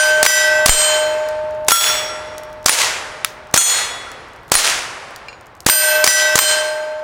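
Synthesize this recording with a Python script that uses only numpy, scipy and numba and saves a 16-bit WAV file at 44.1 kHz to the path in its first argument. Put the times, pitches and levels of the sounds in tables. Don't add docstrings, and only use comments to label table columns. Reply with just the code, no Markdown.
import sys
import numpy as np
from scipy import signal
from scipy.fft import rfft, irfft, next_fast_len
from scipy.io import wavfile
from scipy.ndimage import uniform_filter1d
from numba import njit

SR = 44100
rng = np.random.default_rng(int(sys.argv[2]) if len(sys.argv) > 2 else 0)


def output_pcm(signal):
    pcm = np.clip(np.atleast_2d(signal).T, -1, 1) * 32767
    wavfile.write(sys.argv[1], SR, np.round(pcm).astype(np.int16))


def field_ratio(decibels):
    return 10 ** (np.asarray(decibels, dtype=float) / 20)


N = 310023


def along(points, hz):
    f, *columns = np.transpose(points)
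    return [np.interp(np.log(hz + 1), np.log(f), column) for column in columns]


def noise(spectrum, size):
    gain = field_ratio(along(spectrum, np.fft.rfftfreq(size, 1 / SR))[0])
    x = irfft(rfft(rng.standard_normal(size)) * gain, size)
    return x / x.std()


def add(out, x, s):
    i = round(s * SR)
    x = x[max(-i, 0):][:N - max(i, 0)]
    out[max(i, 0):][:len(x)] += x


def burst(spectrum, t60, hold):
    t = np.arange(8192) / SR
    return noise(spectrum, size=8192) * field_ratio(-60 * np.maximum(t - hold, 0) / t60)


STEP = 16


def ring(hz, db, t60, t, linger_db=-18, beam=1):
    slow = field_ratio(-30 * t[::STEP] / t60)
    shape = field_ratio(db) * beam * slow * (slow + field_ratio(linger_db - hz / 600))
    shape = np.repeat(shape.astype(np.float32), STEP, axis=-1)[..., :len(t)]
    turns = (hz * t % 1).astype(np.float32)
    return shape * np.sin(np.float32(2 * np.pi) * turns)


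# f/Hz, near trees level/dB, near t60/s, far trees level/dB, far t60/s
TREES = [(150, -44.5, 0.17, -72, 2.3), (377, -5.5, 0.48, -28.5, 3.12), (900, -2, 0.59, -28, 3.38),
         (2100, -1, 0.61, -23.5, 1.895), (3780, -2, 0.53, -33.5, 1.835), (7000, 1, 0.46, -28, 1.09),
         (10000, -3.5, 0.39, -35, 1.15), (15100, -14.5, 0.36, -50, 0.6)]
# t/s after the shot, level/dB
SWELL = [(0, -4.5), (.03, -3), (.07, 4), (.11, -3), (.15, 2.5), (.2, 2.5), (.3, 5)]


def wood(length=2):
    hz, t, z = signal.stft(rng.standard_normal(length * SR), SR, nperseg=256)
    near_db, near_t60, far_db, far_t60 = (c[:, None] for c in along(TREES, hz))
    gain = np.hypot(field_ratio(near_db - 60 * t / near_t60), field_ratio(far_db - 60 * t / far_t60))
    swell = field_ratio(np.interp(t, *np.transpose(SWELL)))
    roar = signal.istft(z * gain * swell, SR, nperseg=256)[1][:length * SR]
    trunks = np.repeat(rng.exponential(size=length * SR // 30), 30)
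    fade = np.exp(-np.arange(length * SR) / SR / 0.31)
    return roar * field_ratio(1.55 * fade * (uniform_filter1d(trunks, size=20) - 4))


# t/s, charge level/dB, low push level/dB
SHOTS = [
    (-.2, 8, -20),
    (.2289, 0, -6),
    (0.6596, 2, -18),
    (1.6838, 0, -16),
    (2.66, -1, -6),
    (3.5408, -1, -5),
    (4.5178, -1, -3),
    (5.6642, 1.5, -1.5),
    (6.0412, -3, -7),
    (6.3554, -4.5, -7),
]


def wood_roar():
    out = np.zeros(N)
    for s, db, _ in SHOTS:
        add(out, field_ratio(db + 11.5) * wood(), s + .002)
    return out


def plate(shapes, modes, hits, sway_db, late, flash_db=0, gains_db=None):
    out = np.zeros(N)
    hz, across, down = np.transpose(shapes)[:, :, None]
    belly_db, t60 = np.transpose(modes)[:, :, None]
    ends = [row[0] for row in hits[1:]] + [N / SR]
    for k, ((s, x, y, ring_db, _), end) in enumerate(zip(hits, ends)):
        t = np.arange(round(min(end - s, 3, t60.max()) * SR)) / SR
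        u = t[::STEP]
        age = late * (.1 - min(s, 0))
        struck = np.abs(np.cos(np.pi * across * x) * np.cos(np.pi * down * y)) + .03
        knots = rng.standard_normal((len(hz), 64))
        sway = np.array([np.interp(u * 17, np.arange(64), row) for row in knots])
        swing = (1 - 1.3 * np.abs(sway)) * np.minimum(u / .14, 1)
        beam = field_ratio(sway_db * np.minimum(hz / 3000, 1) * swing)
        beam *= field_ratio(flash_db * np.exp(-u / 0.055))
        level_db = belly_db + (gains_db[k] if gains_db else ring_db) + 60 * age / t60
        add(out, ring(hz, level_db, t60, t, beam=struck * beam).sum(0), s)
    return out


# f/Hz, level/dB
SPLAT = [(100, -38.5), (500, -13), (1300, 6.5), (3000, -2.5), (8000, -6), (16000, -16.5), (22000, -20)]


def splats(hits):
    out = np.zeros(N)
    for s, *_, db in hits:
        add(out, field_ratio(db) * burst(SPLAT, 0.025, hold=0.00084), s)
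    return out


# t/s, spot across/0-1, spot down/0-1, ring level/dB, splat level/dB
SQUARE_HITS = [
    (-.166, .088, .234, -1.6, 8),
    (.2632, .377, .373, 12.5, 18),
    (.6938, .154, .219, 13.5, 15),
    (5.6977, .208, .14, 12.7, 16),
    (6.0752, .363, .385, 8.5, 11),
    (6.389, .159, .071, 5.3, 12),
]
# f/Hz, still lines across, still lines down
BODY_MODES = [(614.4, 0, 0), (889.5, 0, 0), (1545.2, 3, 1), (1571.7, 0, 2), (1954.4, 3, 2)]
# level/dB, t60/s
BODY = [(-14.5, 4.47), (-28, 5.9), (3.7, 1.34), (-9.8, 1.19), (-1.2, .89)]
HUM_DB = [9.5, 5.1, 3.4, 3.4, -.6, -1.7]
# f/Hz, still lines across, still lines down
SQUARE_MODES = [(2632, 3, 1), (3093, 2, 1), (3779, 3, 3), (4174, 4, 3), (4892, 3, 1), (4974, 5, 2),
                (5319, 3, 2), (5926, 3, 0), (6816, 4, 4), (7260, 3, 6), (7370, 5, 4), (8349, 5, 4),
                (8688, 1, 7), (13559, 4, 7)]
# level/dB, t60/s
SQUARE = [(-22.5, 1.08), (-18.4, 0.67), (-31.8, 1.1), (-17.0, 0.76), (-17.8, 0.45), (-28.4, 0.75),
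          (-27.3, 0.83), (-21.7, 0.41), (-19.6, 0.71), (-21.1, 0.57), (-25.4, 0.55), (-16.6, 0.5),
          (-15.0, 0.46), (-17.6, 0.51)]
# f/Hz, still lines across, still lines down
SQUARE_MORE_MODES = [(3332, 3, 1), (9378, 4, 2), (9916, 2, 7), (10817, 1, 7), (11066, 4, 6), (12182, 3, 6),
                     (13334, 4, 7), (15518, 5, 7), (5977, 5, 2), (7176, 5, 4), (8724, 6, 2), (13639, 6, 1),
                     (13765, 7, 2), (14904, 7, 2)]
# level/dB, t60/s
SQUARE_MORE = [(-28.1, 0.82), (-26.9, 0.72), (-25.4, 0.49), (-27.2, 0.51), (-30.8, 0.33), (-29.0, 0.53),
               (-23.9, 0.53), (-36.3, 0.28), (-29.7, 0.62), (-32.2, 0.23), (-28.0, 0.36), (-39.1, 0.67),
               (-41.6, 0.17), (-37.4, 0.4)]
# f/Hz, still lines across, still lines down
SQUARE_HIGH_MODES = [(10336, 3, 3), (10643, 3, 3), (13190, 5, 4), (13993, 5, 4), (14045, 5, 4), (14591, 5, 4)]
# level/dB, t60/s
SQUARE_HIGH = [(-34, .61), (-33, .32), (-42, .8), (-39, .47), (-42, .64), (-44, .4)]


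def square_plate():
    flash_db = 3
    out = plate(BODY_MODES, BODY, SQUARE_HITS, sway_db=3, late=0, gains_db=HUM_DB)
    out += plate(SQUARE_MODES, SQUARE, SQUARE_HITS, sway_db=6, late=1, flash_db=flash_db)
    out += plate(SQUARE_MORE_MODES, SQUARE_MORE, SQUARE_HITS, sway_db=5, late=1, flash_db=flash_db)
    out += plate(SQUARE_HIGH_MODES, SQUARE_HIGH, SQUARE_HITS, sway_db=4, late=1)
    return out + splats(SQUARE_HITS)


# f/Hz, level/dB
AIR = [(15, -24), (30, 0), (100, 3.5), (200, -5.5), (500, -4), (1500, -15.5), (4000, -33), (16000, -42)]
# t/s, level/dB
BREEZE = [
    (0, -36.5),
    (1.002, -46),
    (1.601, -42),
    (2.5, -43.5),
    (3.5, -47),
    (4.5, -44.5),
    (5.5, -49),
    (6.2, -51),
    (7.03, -54),
]


def quiet_air():
    level = field_ratio(np.interp(np.arange(N) / SR, *np.transpose(BREEZE)))
    return level * noise(AIR, size=next_fast_len(N, True))[:N]


BANK_S = [
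    -.0028,
    .0225,
    .0252,
    .127,
    .158,
    .185,
]
# level/dB, t60/s
BANKS = [
    (-30, 0.016),
    (-5, .014),
    (-3.5, 0.0053),
    (-16.5, 0.021),
    (-13.5, .006),
    (-20, 0.013),
]
# f/Hz, level/dB
ECHO = [(100, -37), (400, -10), (1200, 4), (3000, -6.5), (5500, -1.5), (10000, -11), (16000, -11),
        (22000, -19.5)]
# f/Hz, level/dB
FAR = [(300, -30), (1000, -1.5), (3000, 2), (6000, -2), (10000, -5), (16000, -51)]


def hammer_and_bank():
    out = np.zeros(N)
    for s, db, _ in SHOTS:
        for delay, (echo_db, t60) in zip(BANK_S, BANKS):
            colour = ECHO if delay < .1 else FAR
            add(out, field_ratio(db + 8.5 + echo_db) * burst(colour, t60, hold=0.00096), s + delay)
    return out


# f/Hz, level/dB
BLAST = [(25, -21), (100, -17.5), (300, -2), (1000, 0), (3000, -7), (6300, 0), (10000, -5.5),
         (16000, -22.5)]


def muzzle_blast():
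    out = np.zeros(N)
    u = np.arange(2048) / SR / 0.00085
    push = u * (2 - u) * np.exp(-u)
    for s, db, push_db in SHOTS:
        add(out, field_ratio(db + 9) * burst(BLAST, .016, hold=.0032), s)
        add(out, field_ratio(push_db + 9.5) * push, s)
    return out


# t/s, step level/dB
JOLTS = [
    (0.6933, -4.5),
    (1.7175, -33.5),
    (4.5521, -22),
]


def jolts():
    steps = np.zeros(N)
    for s, db in JOLTS:
        steps[round(s * SR):] += field_ratio(db)
    cut_hz = 11
    return signal.sosfilt(signal.butter(3, cut_hz, "high", fs=SR, output="sos"), steps)


def tick(out, s, db, hz, t60):
    colour = [(500, -40), (2500, -14), (hz, 0), (hz + 4000, -8), (hz + 11000, -14)]
    click = burst(colour, t60, hold=.0005)
    rustle = field_ratio(-21) * burst(colour, .14, hold=0)
    add(out, field_ratio(db - 6) * (click + rustle), s)


# t/s, peak level/dB
TWIGS = [
    (.997, -27),
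    (2.157, -45),
    (2.278, -45),
    (2.448, -38),
    (5.087, -46),
    (5.62, -41),
    (5.632, -42),
    (6.687, -30),
    (6.995, -45),
]


def twigs():
    out = np.zeros(N)
    for s, db in TWIGS:
        tick(out, s, db, hz=10500, t60=.01)
    return out


# t/s,
# peak level/dB
TICKS = [(1.2534, -42.5), (1.287, -20.5), (1.3114, -39), (1.5084, -38), (1.5477, -39), (1.648, -35.5),
         (2.381, -18), (2.4344, -27.5), (2.501, -44.5), (2.5285, -32), (2.6283, -35), (3.471, -40),
         (3.5123, -35), (4.1165, -24), (4.2845, -43), (4.334, -39), (4.362, -41), (4.4322, -45),
         (4.4806, -36), (5.108, -36), (5.161, -19.5), (5.41, -36), (5.4584, -44), (5.468, -35),
         (5.5512, -39), (5.5664, -46), (5.2609, -50), (5.5754, -51), (5.6047, -22)]


def cases_in_leaves():
    out = np.zeros(N)
    for s, db in TICKS:
        above_db = db + 20
        tick(out, s, db, hz=5700 - 45 * above_db, t60=.009 - .00015 * above_db)
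    return out


# t/s, peak level/dB, colour f/Hz
TRIGGER = [
    (1.667, -30, 3000),
    (1.675, -28, 6000),
    (2.6439, -29, 3000),
    (3.527, -34, 3000),
    (4.489, -37, 7000),
    (4.499, -33, 4000),
    (5.6475, -34, 2950),
]


def trigger():
    out = np.zeros(N)
    for s, db, hz in TRIGGER:
        tick(out, s, db, hz, t60=.011)
    return out


POST_S = [
    1.7183,
    1.895,
    2.09,
    3.5758,
    4.07,
]
# level/dB, t60/s
POST = [
    (12, 0.21),
    (-13, 0.16),
    (-27.5, 0.7),
    (2.5, 0.12),
    (-27, 0.115),
]


def stands():
    out, t = np.zeros(N), np.arange(SR // 2) / SR
    for s, (db, t60) in zip(POST_S, POST):
        add(out, ring(1362, db, t60, t), s)
    return out


# t/s, spot across/0-1, spot down/0-1, ring level/dB, splat level/dB
DIAMOND_HITS = [
    (1.7184, .468, .072, 6.5, 10.5),
    (3.5755, .242, .375, 9.5, 11),
]
# f/Hz, still lines across, still lines down
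DIAMOND_MODES = [(1954, 0, 2), (3345, 1, 4), (3386, 0, 3), (3461, 2, 3), (4237, 0, 3), (5585, 3, 4),
                 (6228, 1, 6), (6508, 2, 3), (6928, 5, 3), (7920, 2, 6), (8428, 3, 3), (8724, 7, 3),
                 (11077, 6, 1), (12350, 6, 5)]
# level/dB, t60/s
DIAMOND = [(-34.9, 1.4), (0.0, 0.58), (-29.0, 0.88), (-24.1, 0.73), (-28.6, 0.65), (-7.5, 0.74),
           (-18.6, 0.47), (-25.7, 0.58), (-17.5, 0.47), (-11.4, 0.61), (-20.1, 0.49), (-22.6, 0.43),
           (-22.7, 0.35), (-17.7, 0.43)]
# f/Hz, still lines across, still lines down
DIAMOND_MORE_MODES = [(3774, 0, 5), (7004, 3, 4), (10026, 7, 3), (10277, 2, 5), (10562, 5, 3), (10804, 6, 1),
                      (11000, 3, 6), (12321, 5, 3), (14608, 7, 0), (14797, 6, 0), (14917, 3, 4), (15490, 6, 1)]
# level/dB, t60/s
DIAMOND_MORE = [(-36.6, 0.79), (-20.1, 0.71), (-35.7, 0.8), (-26.2, 0.43), (-39.0, 0.54), (-35.6, 0.75),
                (-24.2, 0.43), (-37.7, 0.5), (-42.2, 0.34), (-28.9, 0.45), (-25.9, 0.44), (-26.6, 0.43)]


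def diamond_plate():
    flash_db = 9
    out = plate(DIAMOND_MODES, DIAMOND, DIAMOND_HITS, sway_db=6, late=1, flash_db=flash_db)
    out += plate(DIAMOND_MORE_MODES, DIAMOND_MORE, DIAMOND_HITS, sway_db=7, late=1, flash_db=flash_db)
    return out + splats(DIAMOND_HITS)


# t/s, spot across/0-1, spot down/0-1, ring level/dB, splat level/dB
SMALL_HITS = [
    (2.694, .35, .03, .1, 13),
    (4.553, .1, .01, .1, 4.4),
]
# f/Hz, still lines across, still lines down
SMALL_MODES = [(4140, 1, 0), (6928, 0, 1), (9480, 0, 2), (9500, 2, 0)]
# level/dB, t60/s
SMALL = [(-5, .26), (-19, .2), (7.5, .11), (-19, .6)]


def small_plate():
    return plate(SMALL_MODES, SMALL, SMALL_HITS, sway_db=5, late=0) + splats(SMALL_HITS)


# t/s, ring level/dB, crack level/dB
CASES = [
    (3.2466, -3.5, -3.5),
    (5.2844, -35.5, -42),
    (5.329, -44.5, -56),
]
# f/Hz, level/dB, t60/s
NEAR_CASE = [(1330, -8, .025), (5570, -1.5, 0.0088), (11000, -1, 0.0085), (12200, -40, 0.0827)]
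# f/Hz, level/dB, t60/s
CLINK = [(2410, 12, 0.034), (2750, 4, 0.087), (4130, -0.5, 0.083), (4600, -6, .12), (5100, -1.5, 0.068),
         (6900, -12, .3), (8376, -23.5, .4)]
# f/Hz, level/dB
RAP = [(400, -50), (900, -18), (1300, -1), (6000, -2), (11000, -13), (16000, -14.5)]


def case_raps():
    out, t = np.zeros(N), np.arange(SR // 3) / SR
    for (s, db, crack_db), modes in zip(CASES, (NEAR_CASE, CLINK, CLINK)):
        hz, level, t60 = np.transpose(modes)[:, :, None]
        add(out, ring(hz, level + db, t60, t).sum(0), s)
        crack = burst(RAP, 0.011, hold=0.00065) + field_ratio(-26) * burst(RAP, 0.26, hold=0)
        add(out, field_ratio(crack_db) * crack, s)
    return out


def scene():
    shots = wood_roar() + hammer_and_bank() + muzzle_blast()
    steel = square_plate() + stands() + diamond_plate() + small_plate()
    ground = twigs() + cases_in_leaves() + case_raps()
    return (shots + steel + ground + trigger() + quiet_air())[None]


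@njit
def follow(power, attack, release):
    out, level = np.empty_like(power), power[:400].mean()
    for i in range(len(power)):
        level += (attack if power[i] > level else release) * (power[i] - level)
        out[i] = level
    return out


def band_limit(x):
    return signal.sosfilt(signal.butter(12, 16370, fs=SR, output="sos"), x)


def record(dry):
    power = uniform_filter1d(dry[0] ** 2, size=64, origin=31)
    level = follow(np.abs(power), 1 / (0.011 * SR), 1 / (0.017 * SR))
    gain = (1 + (level / field_ratio(-11.5) ** 2) ** 2.64) ** (-.42 / 2.292)
    clipped = np.clip(dry * gain + jolts(), -.98, .98)
    edge = signal.ellip(8, .3, 60, 16100, fs=SR, output="sos")
    return band_limit(signal.sosfilt(edge, clipped))


dry = scene()
out = record(dry)
output_pcm(out)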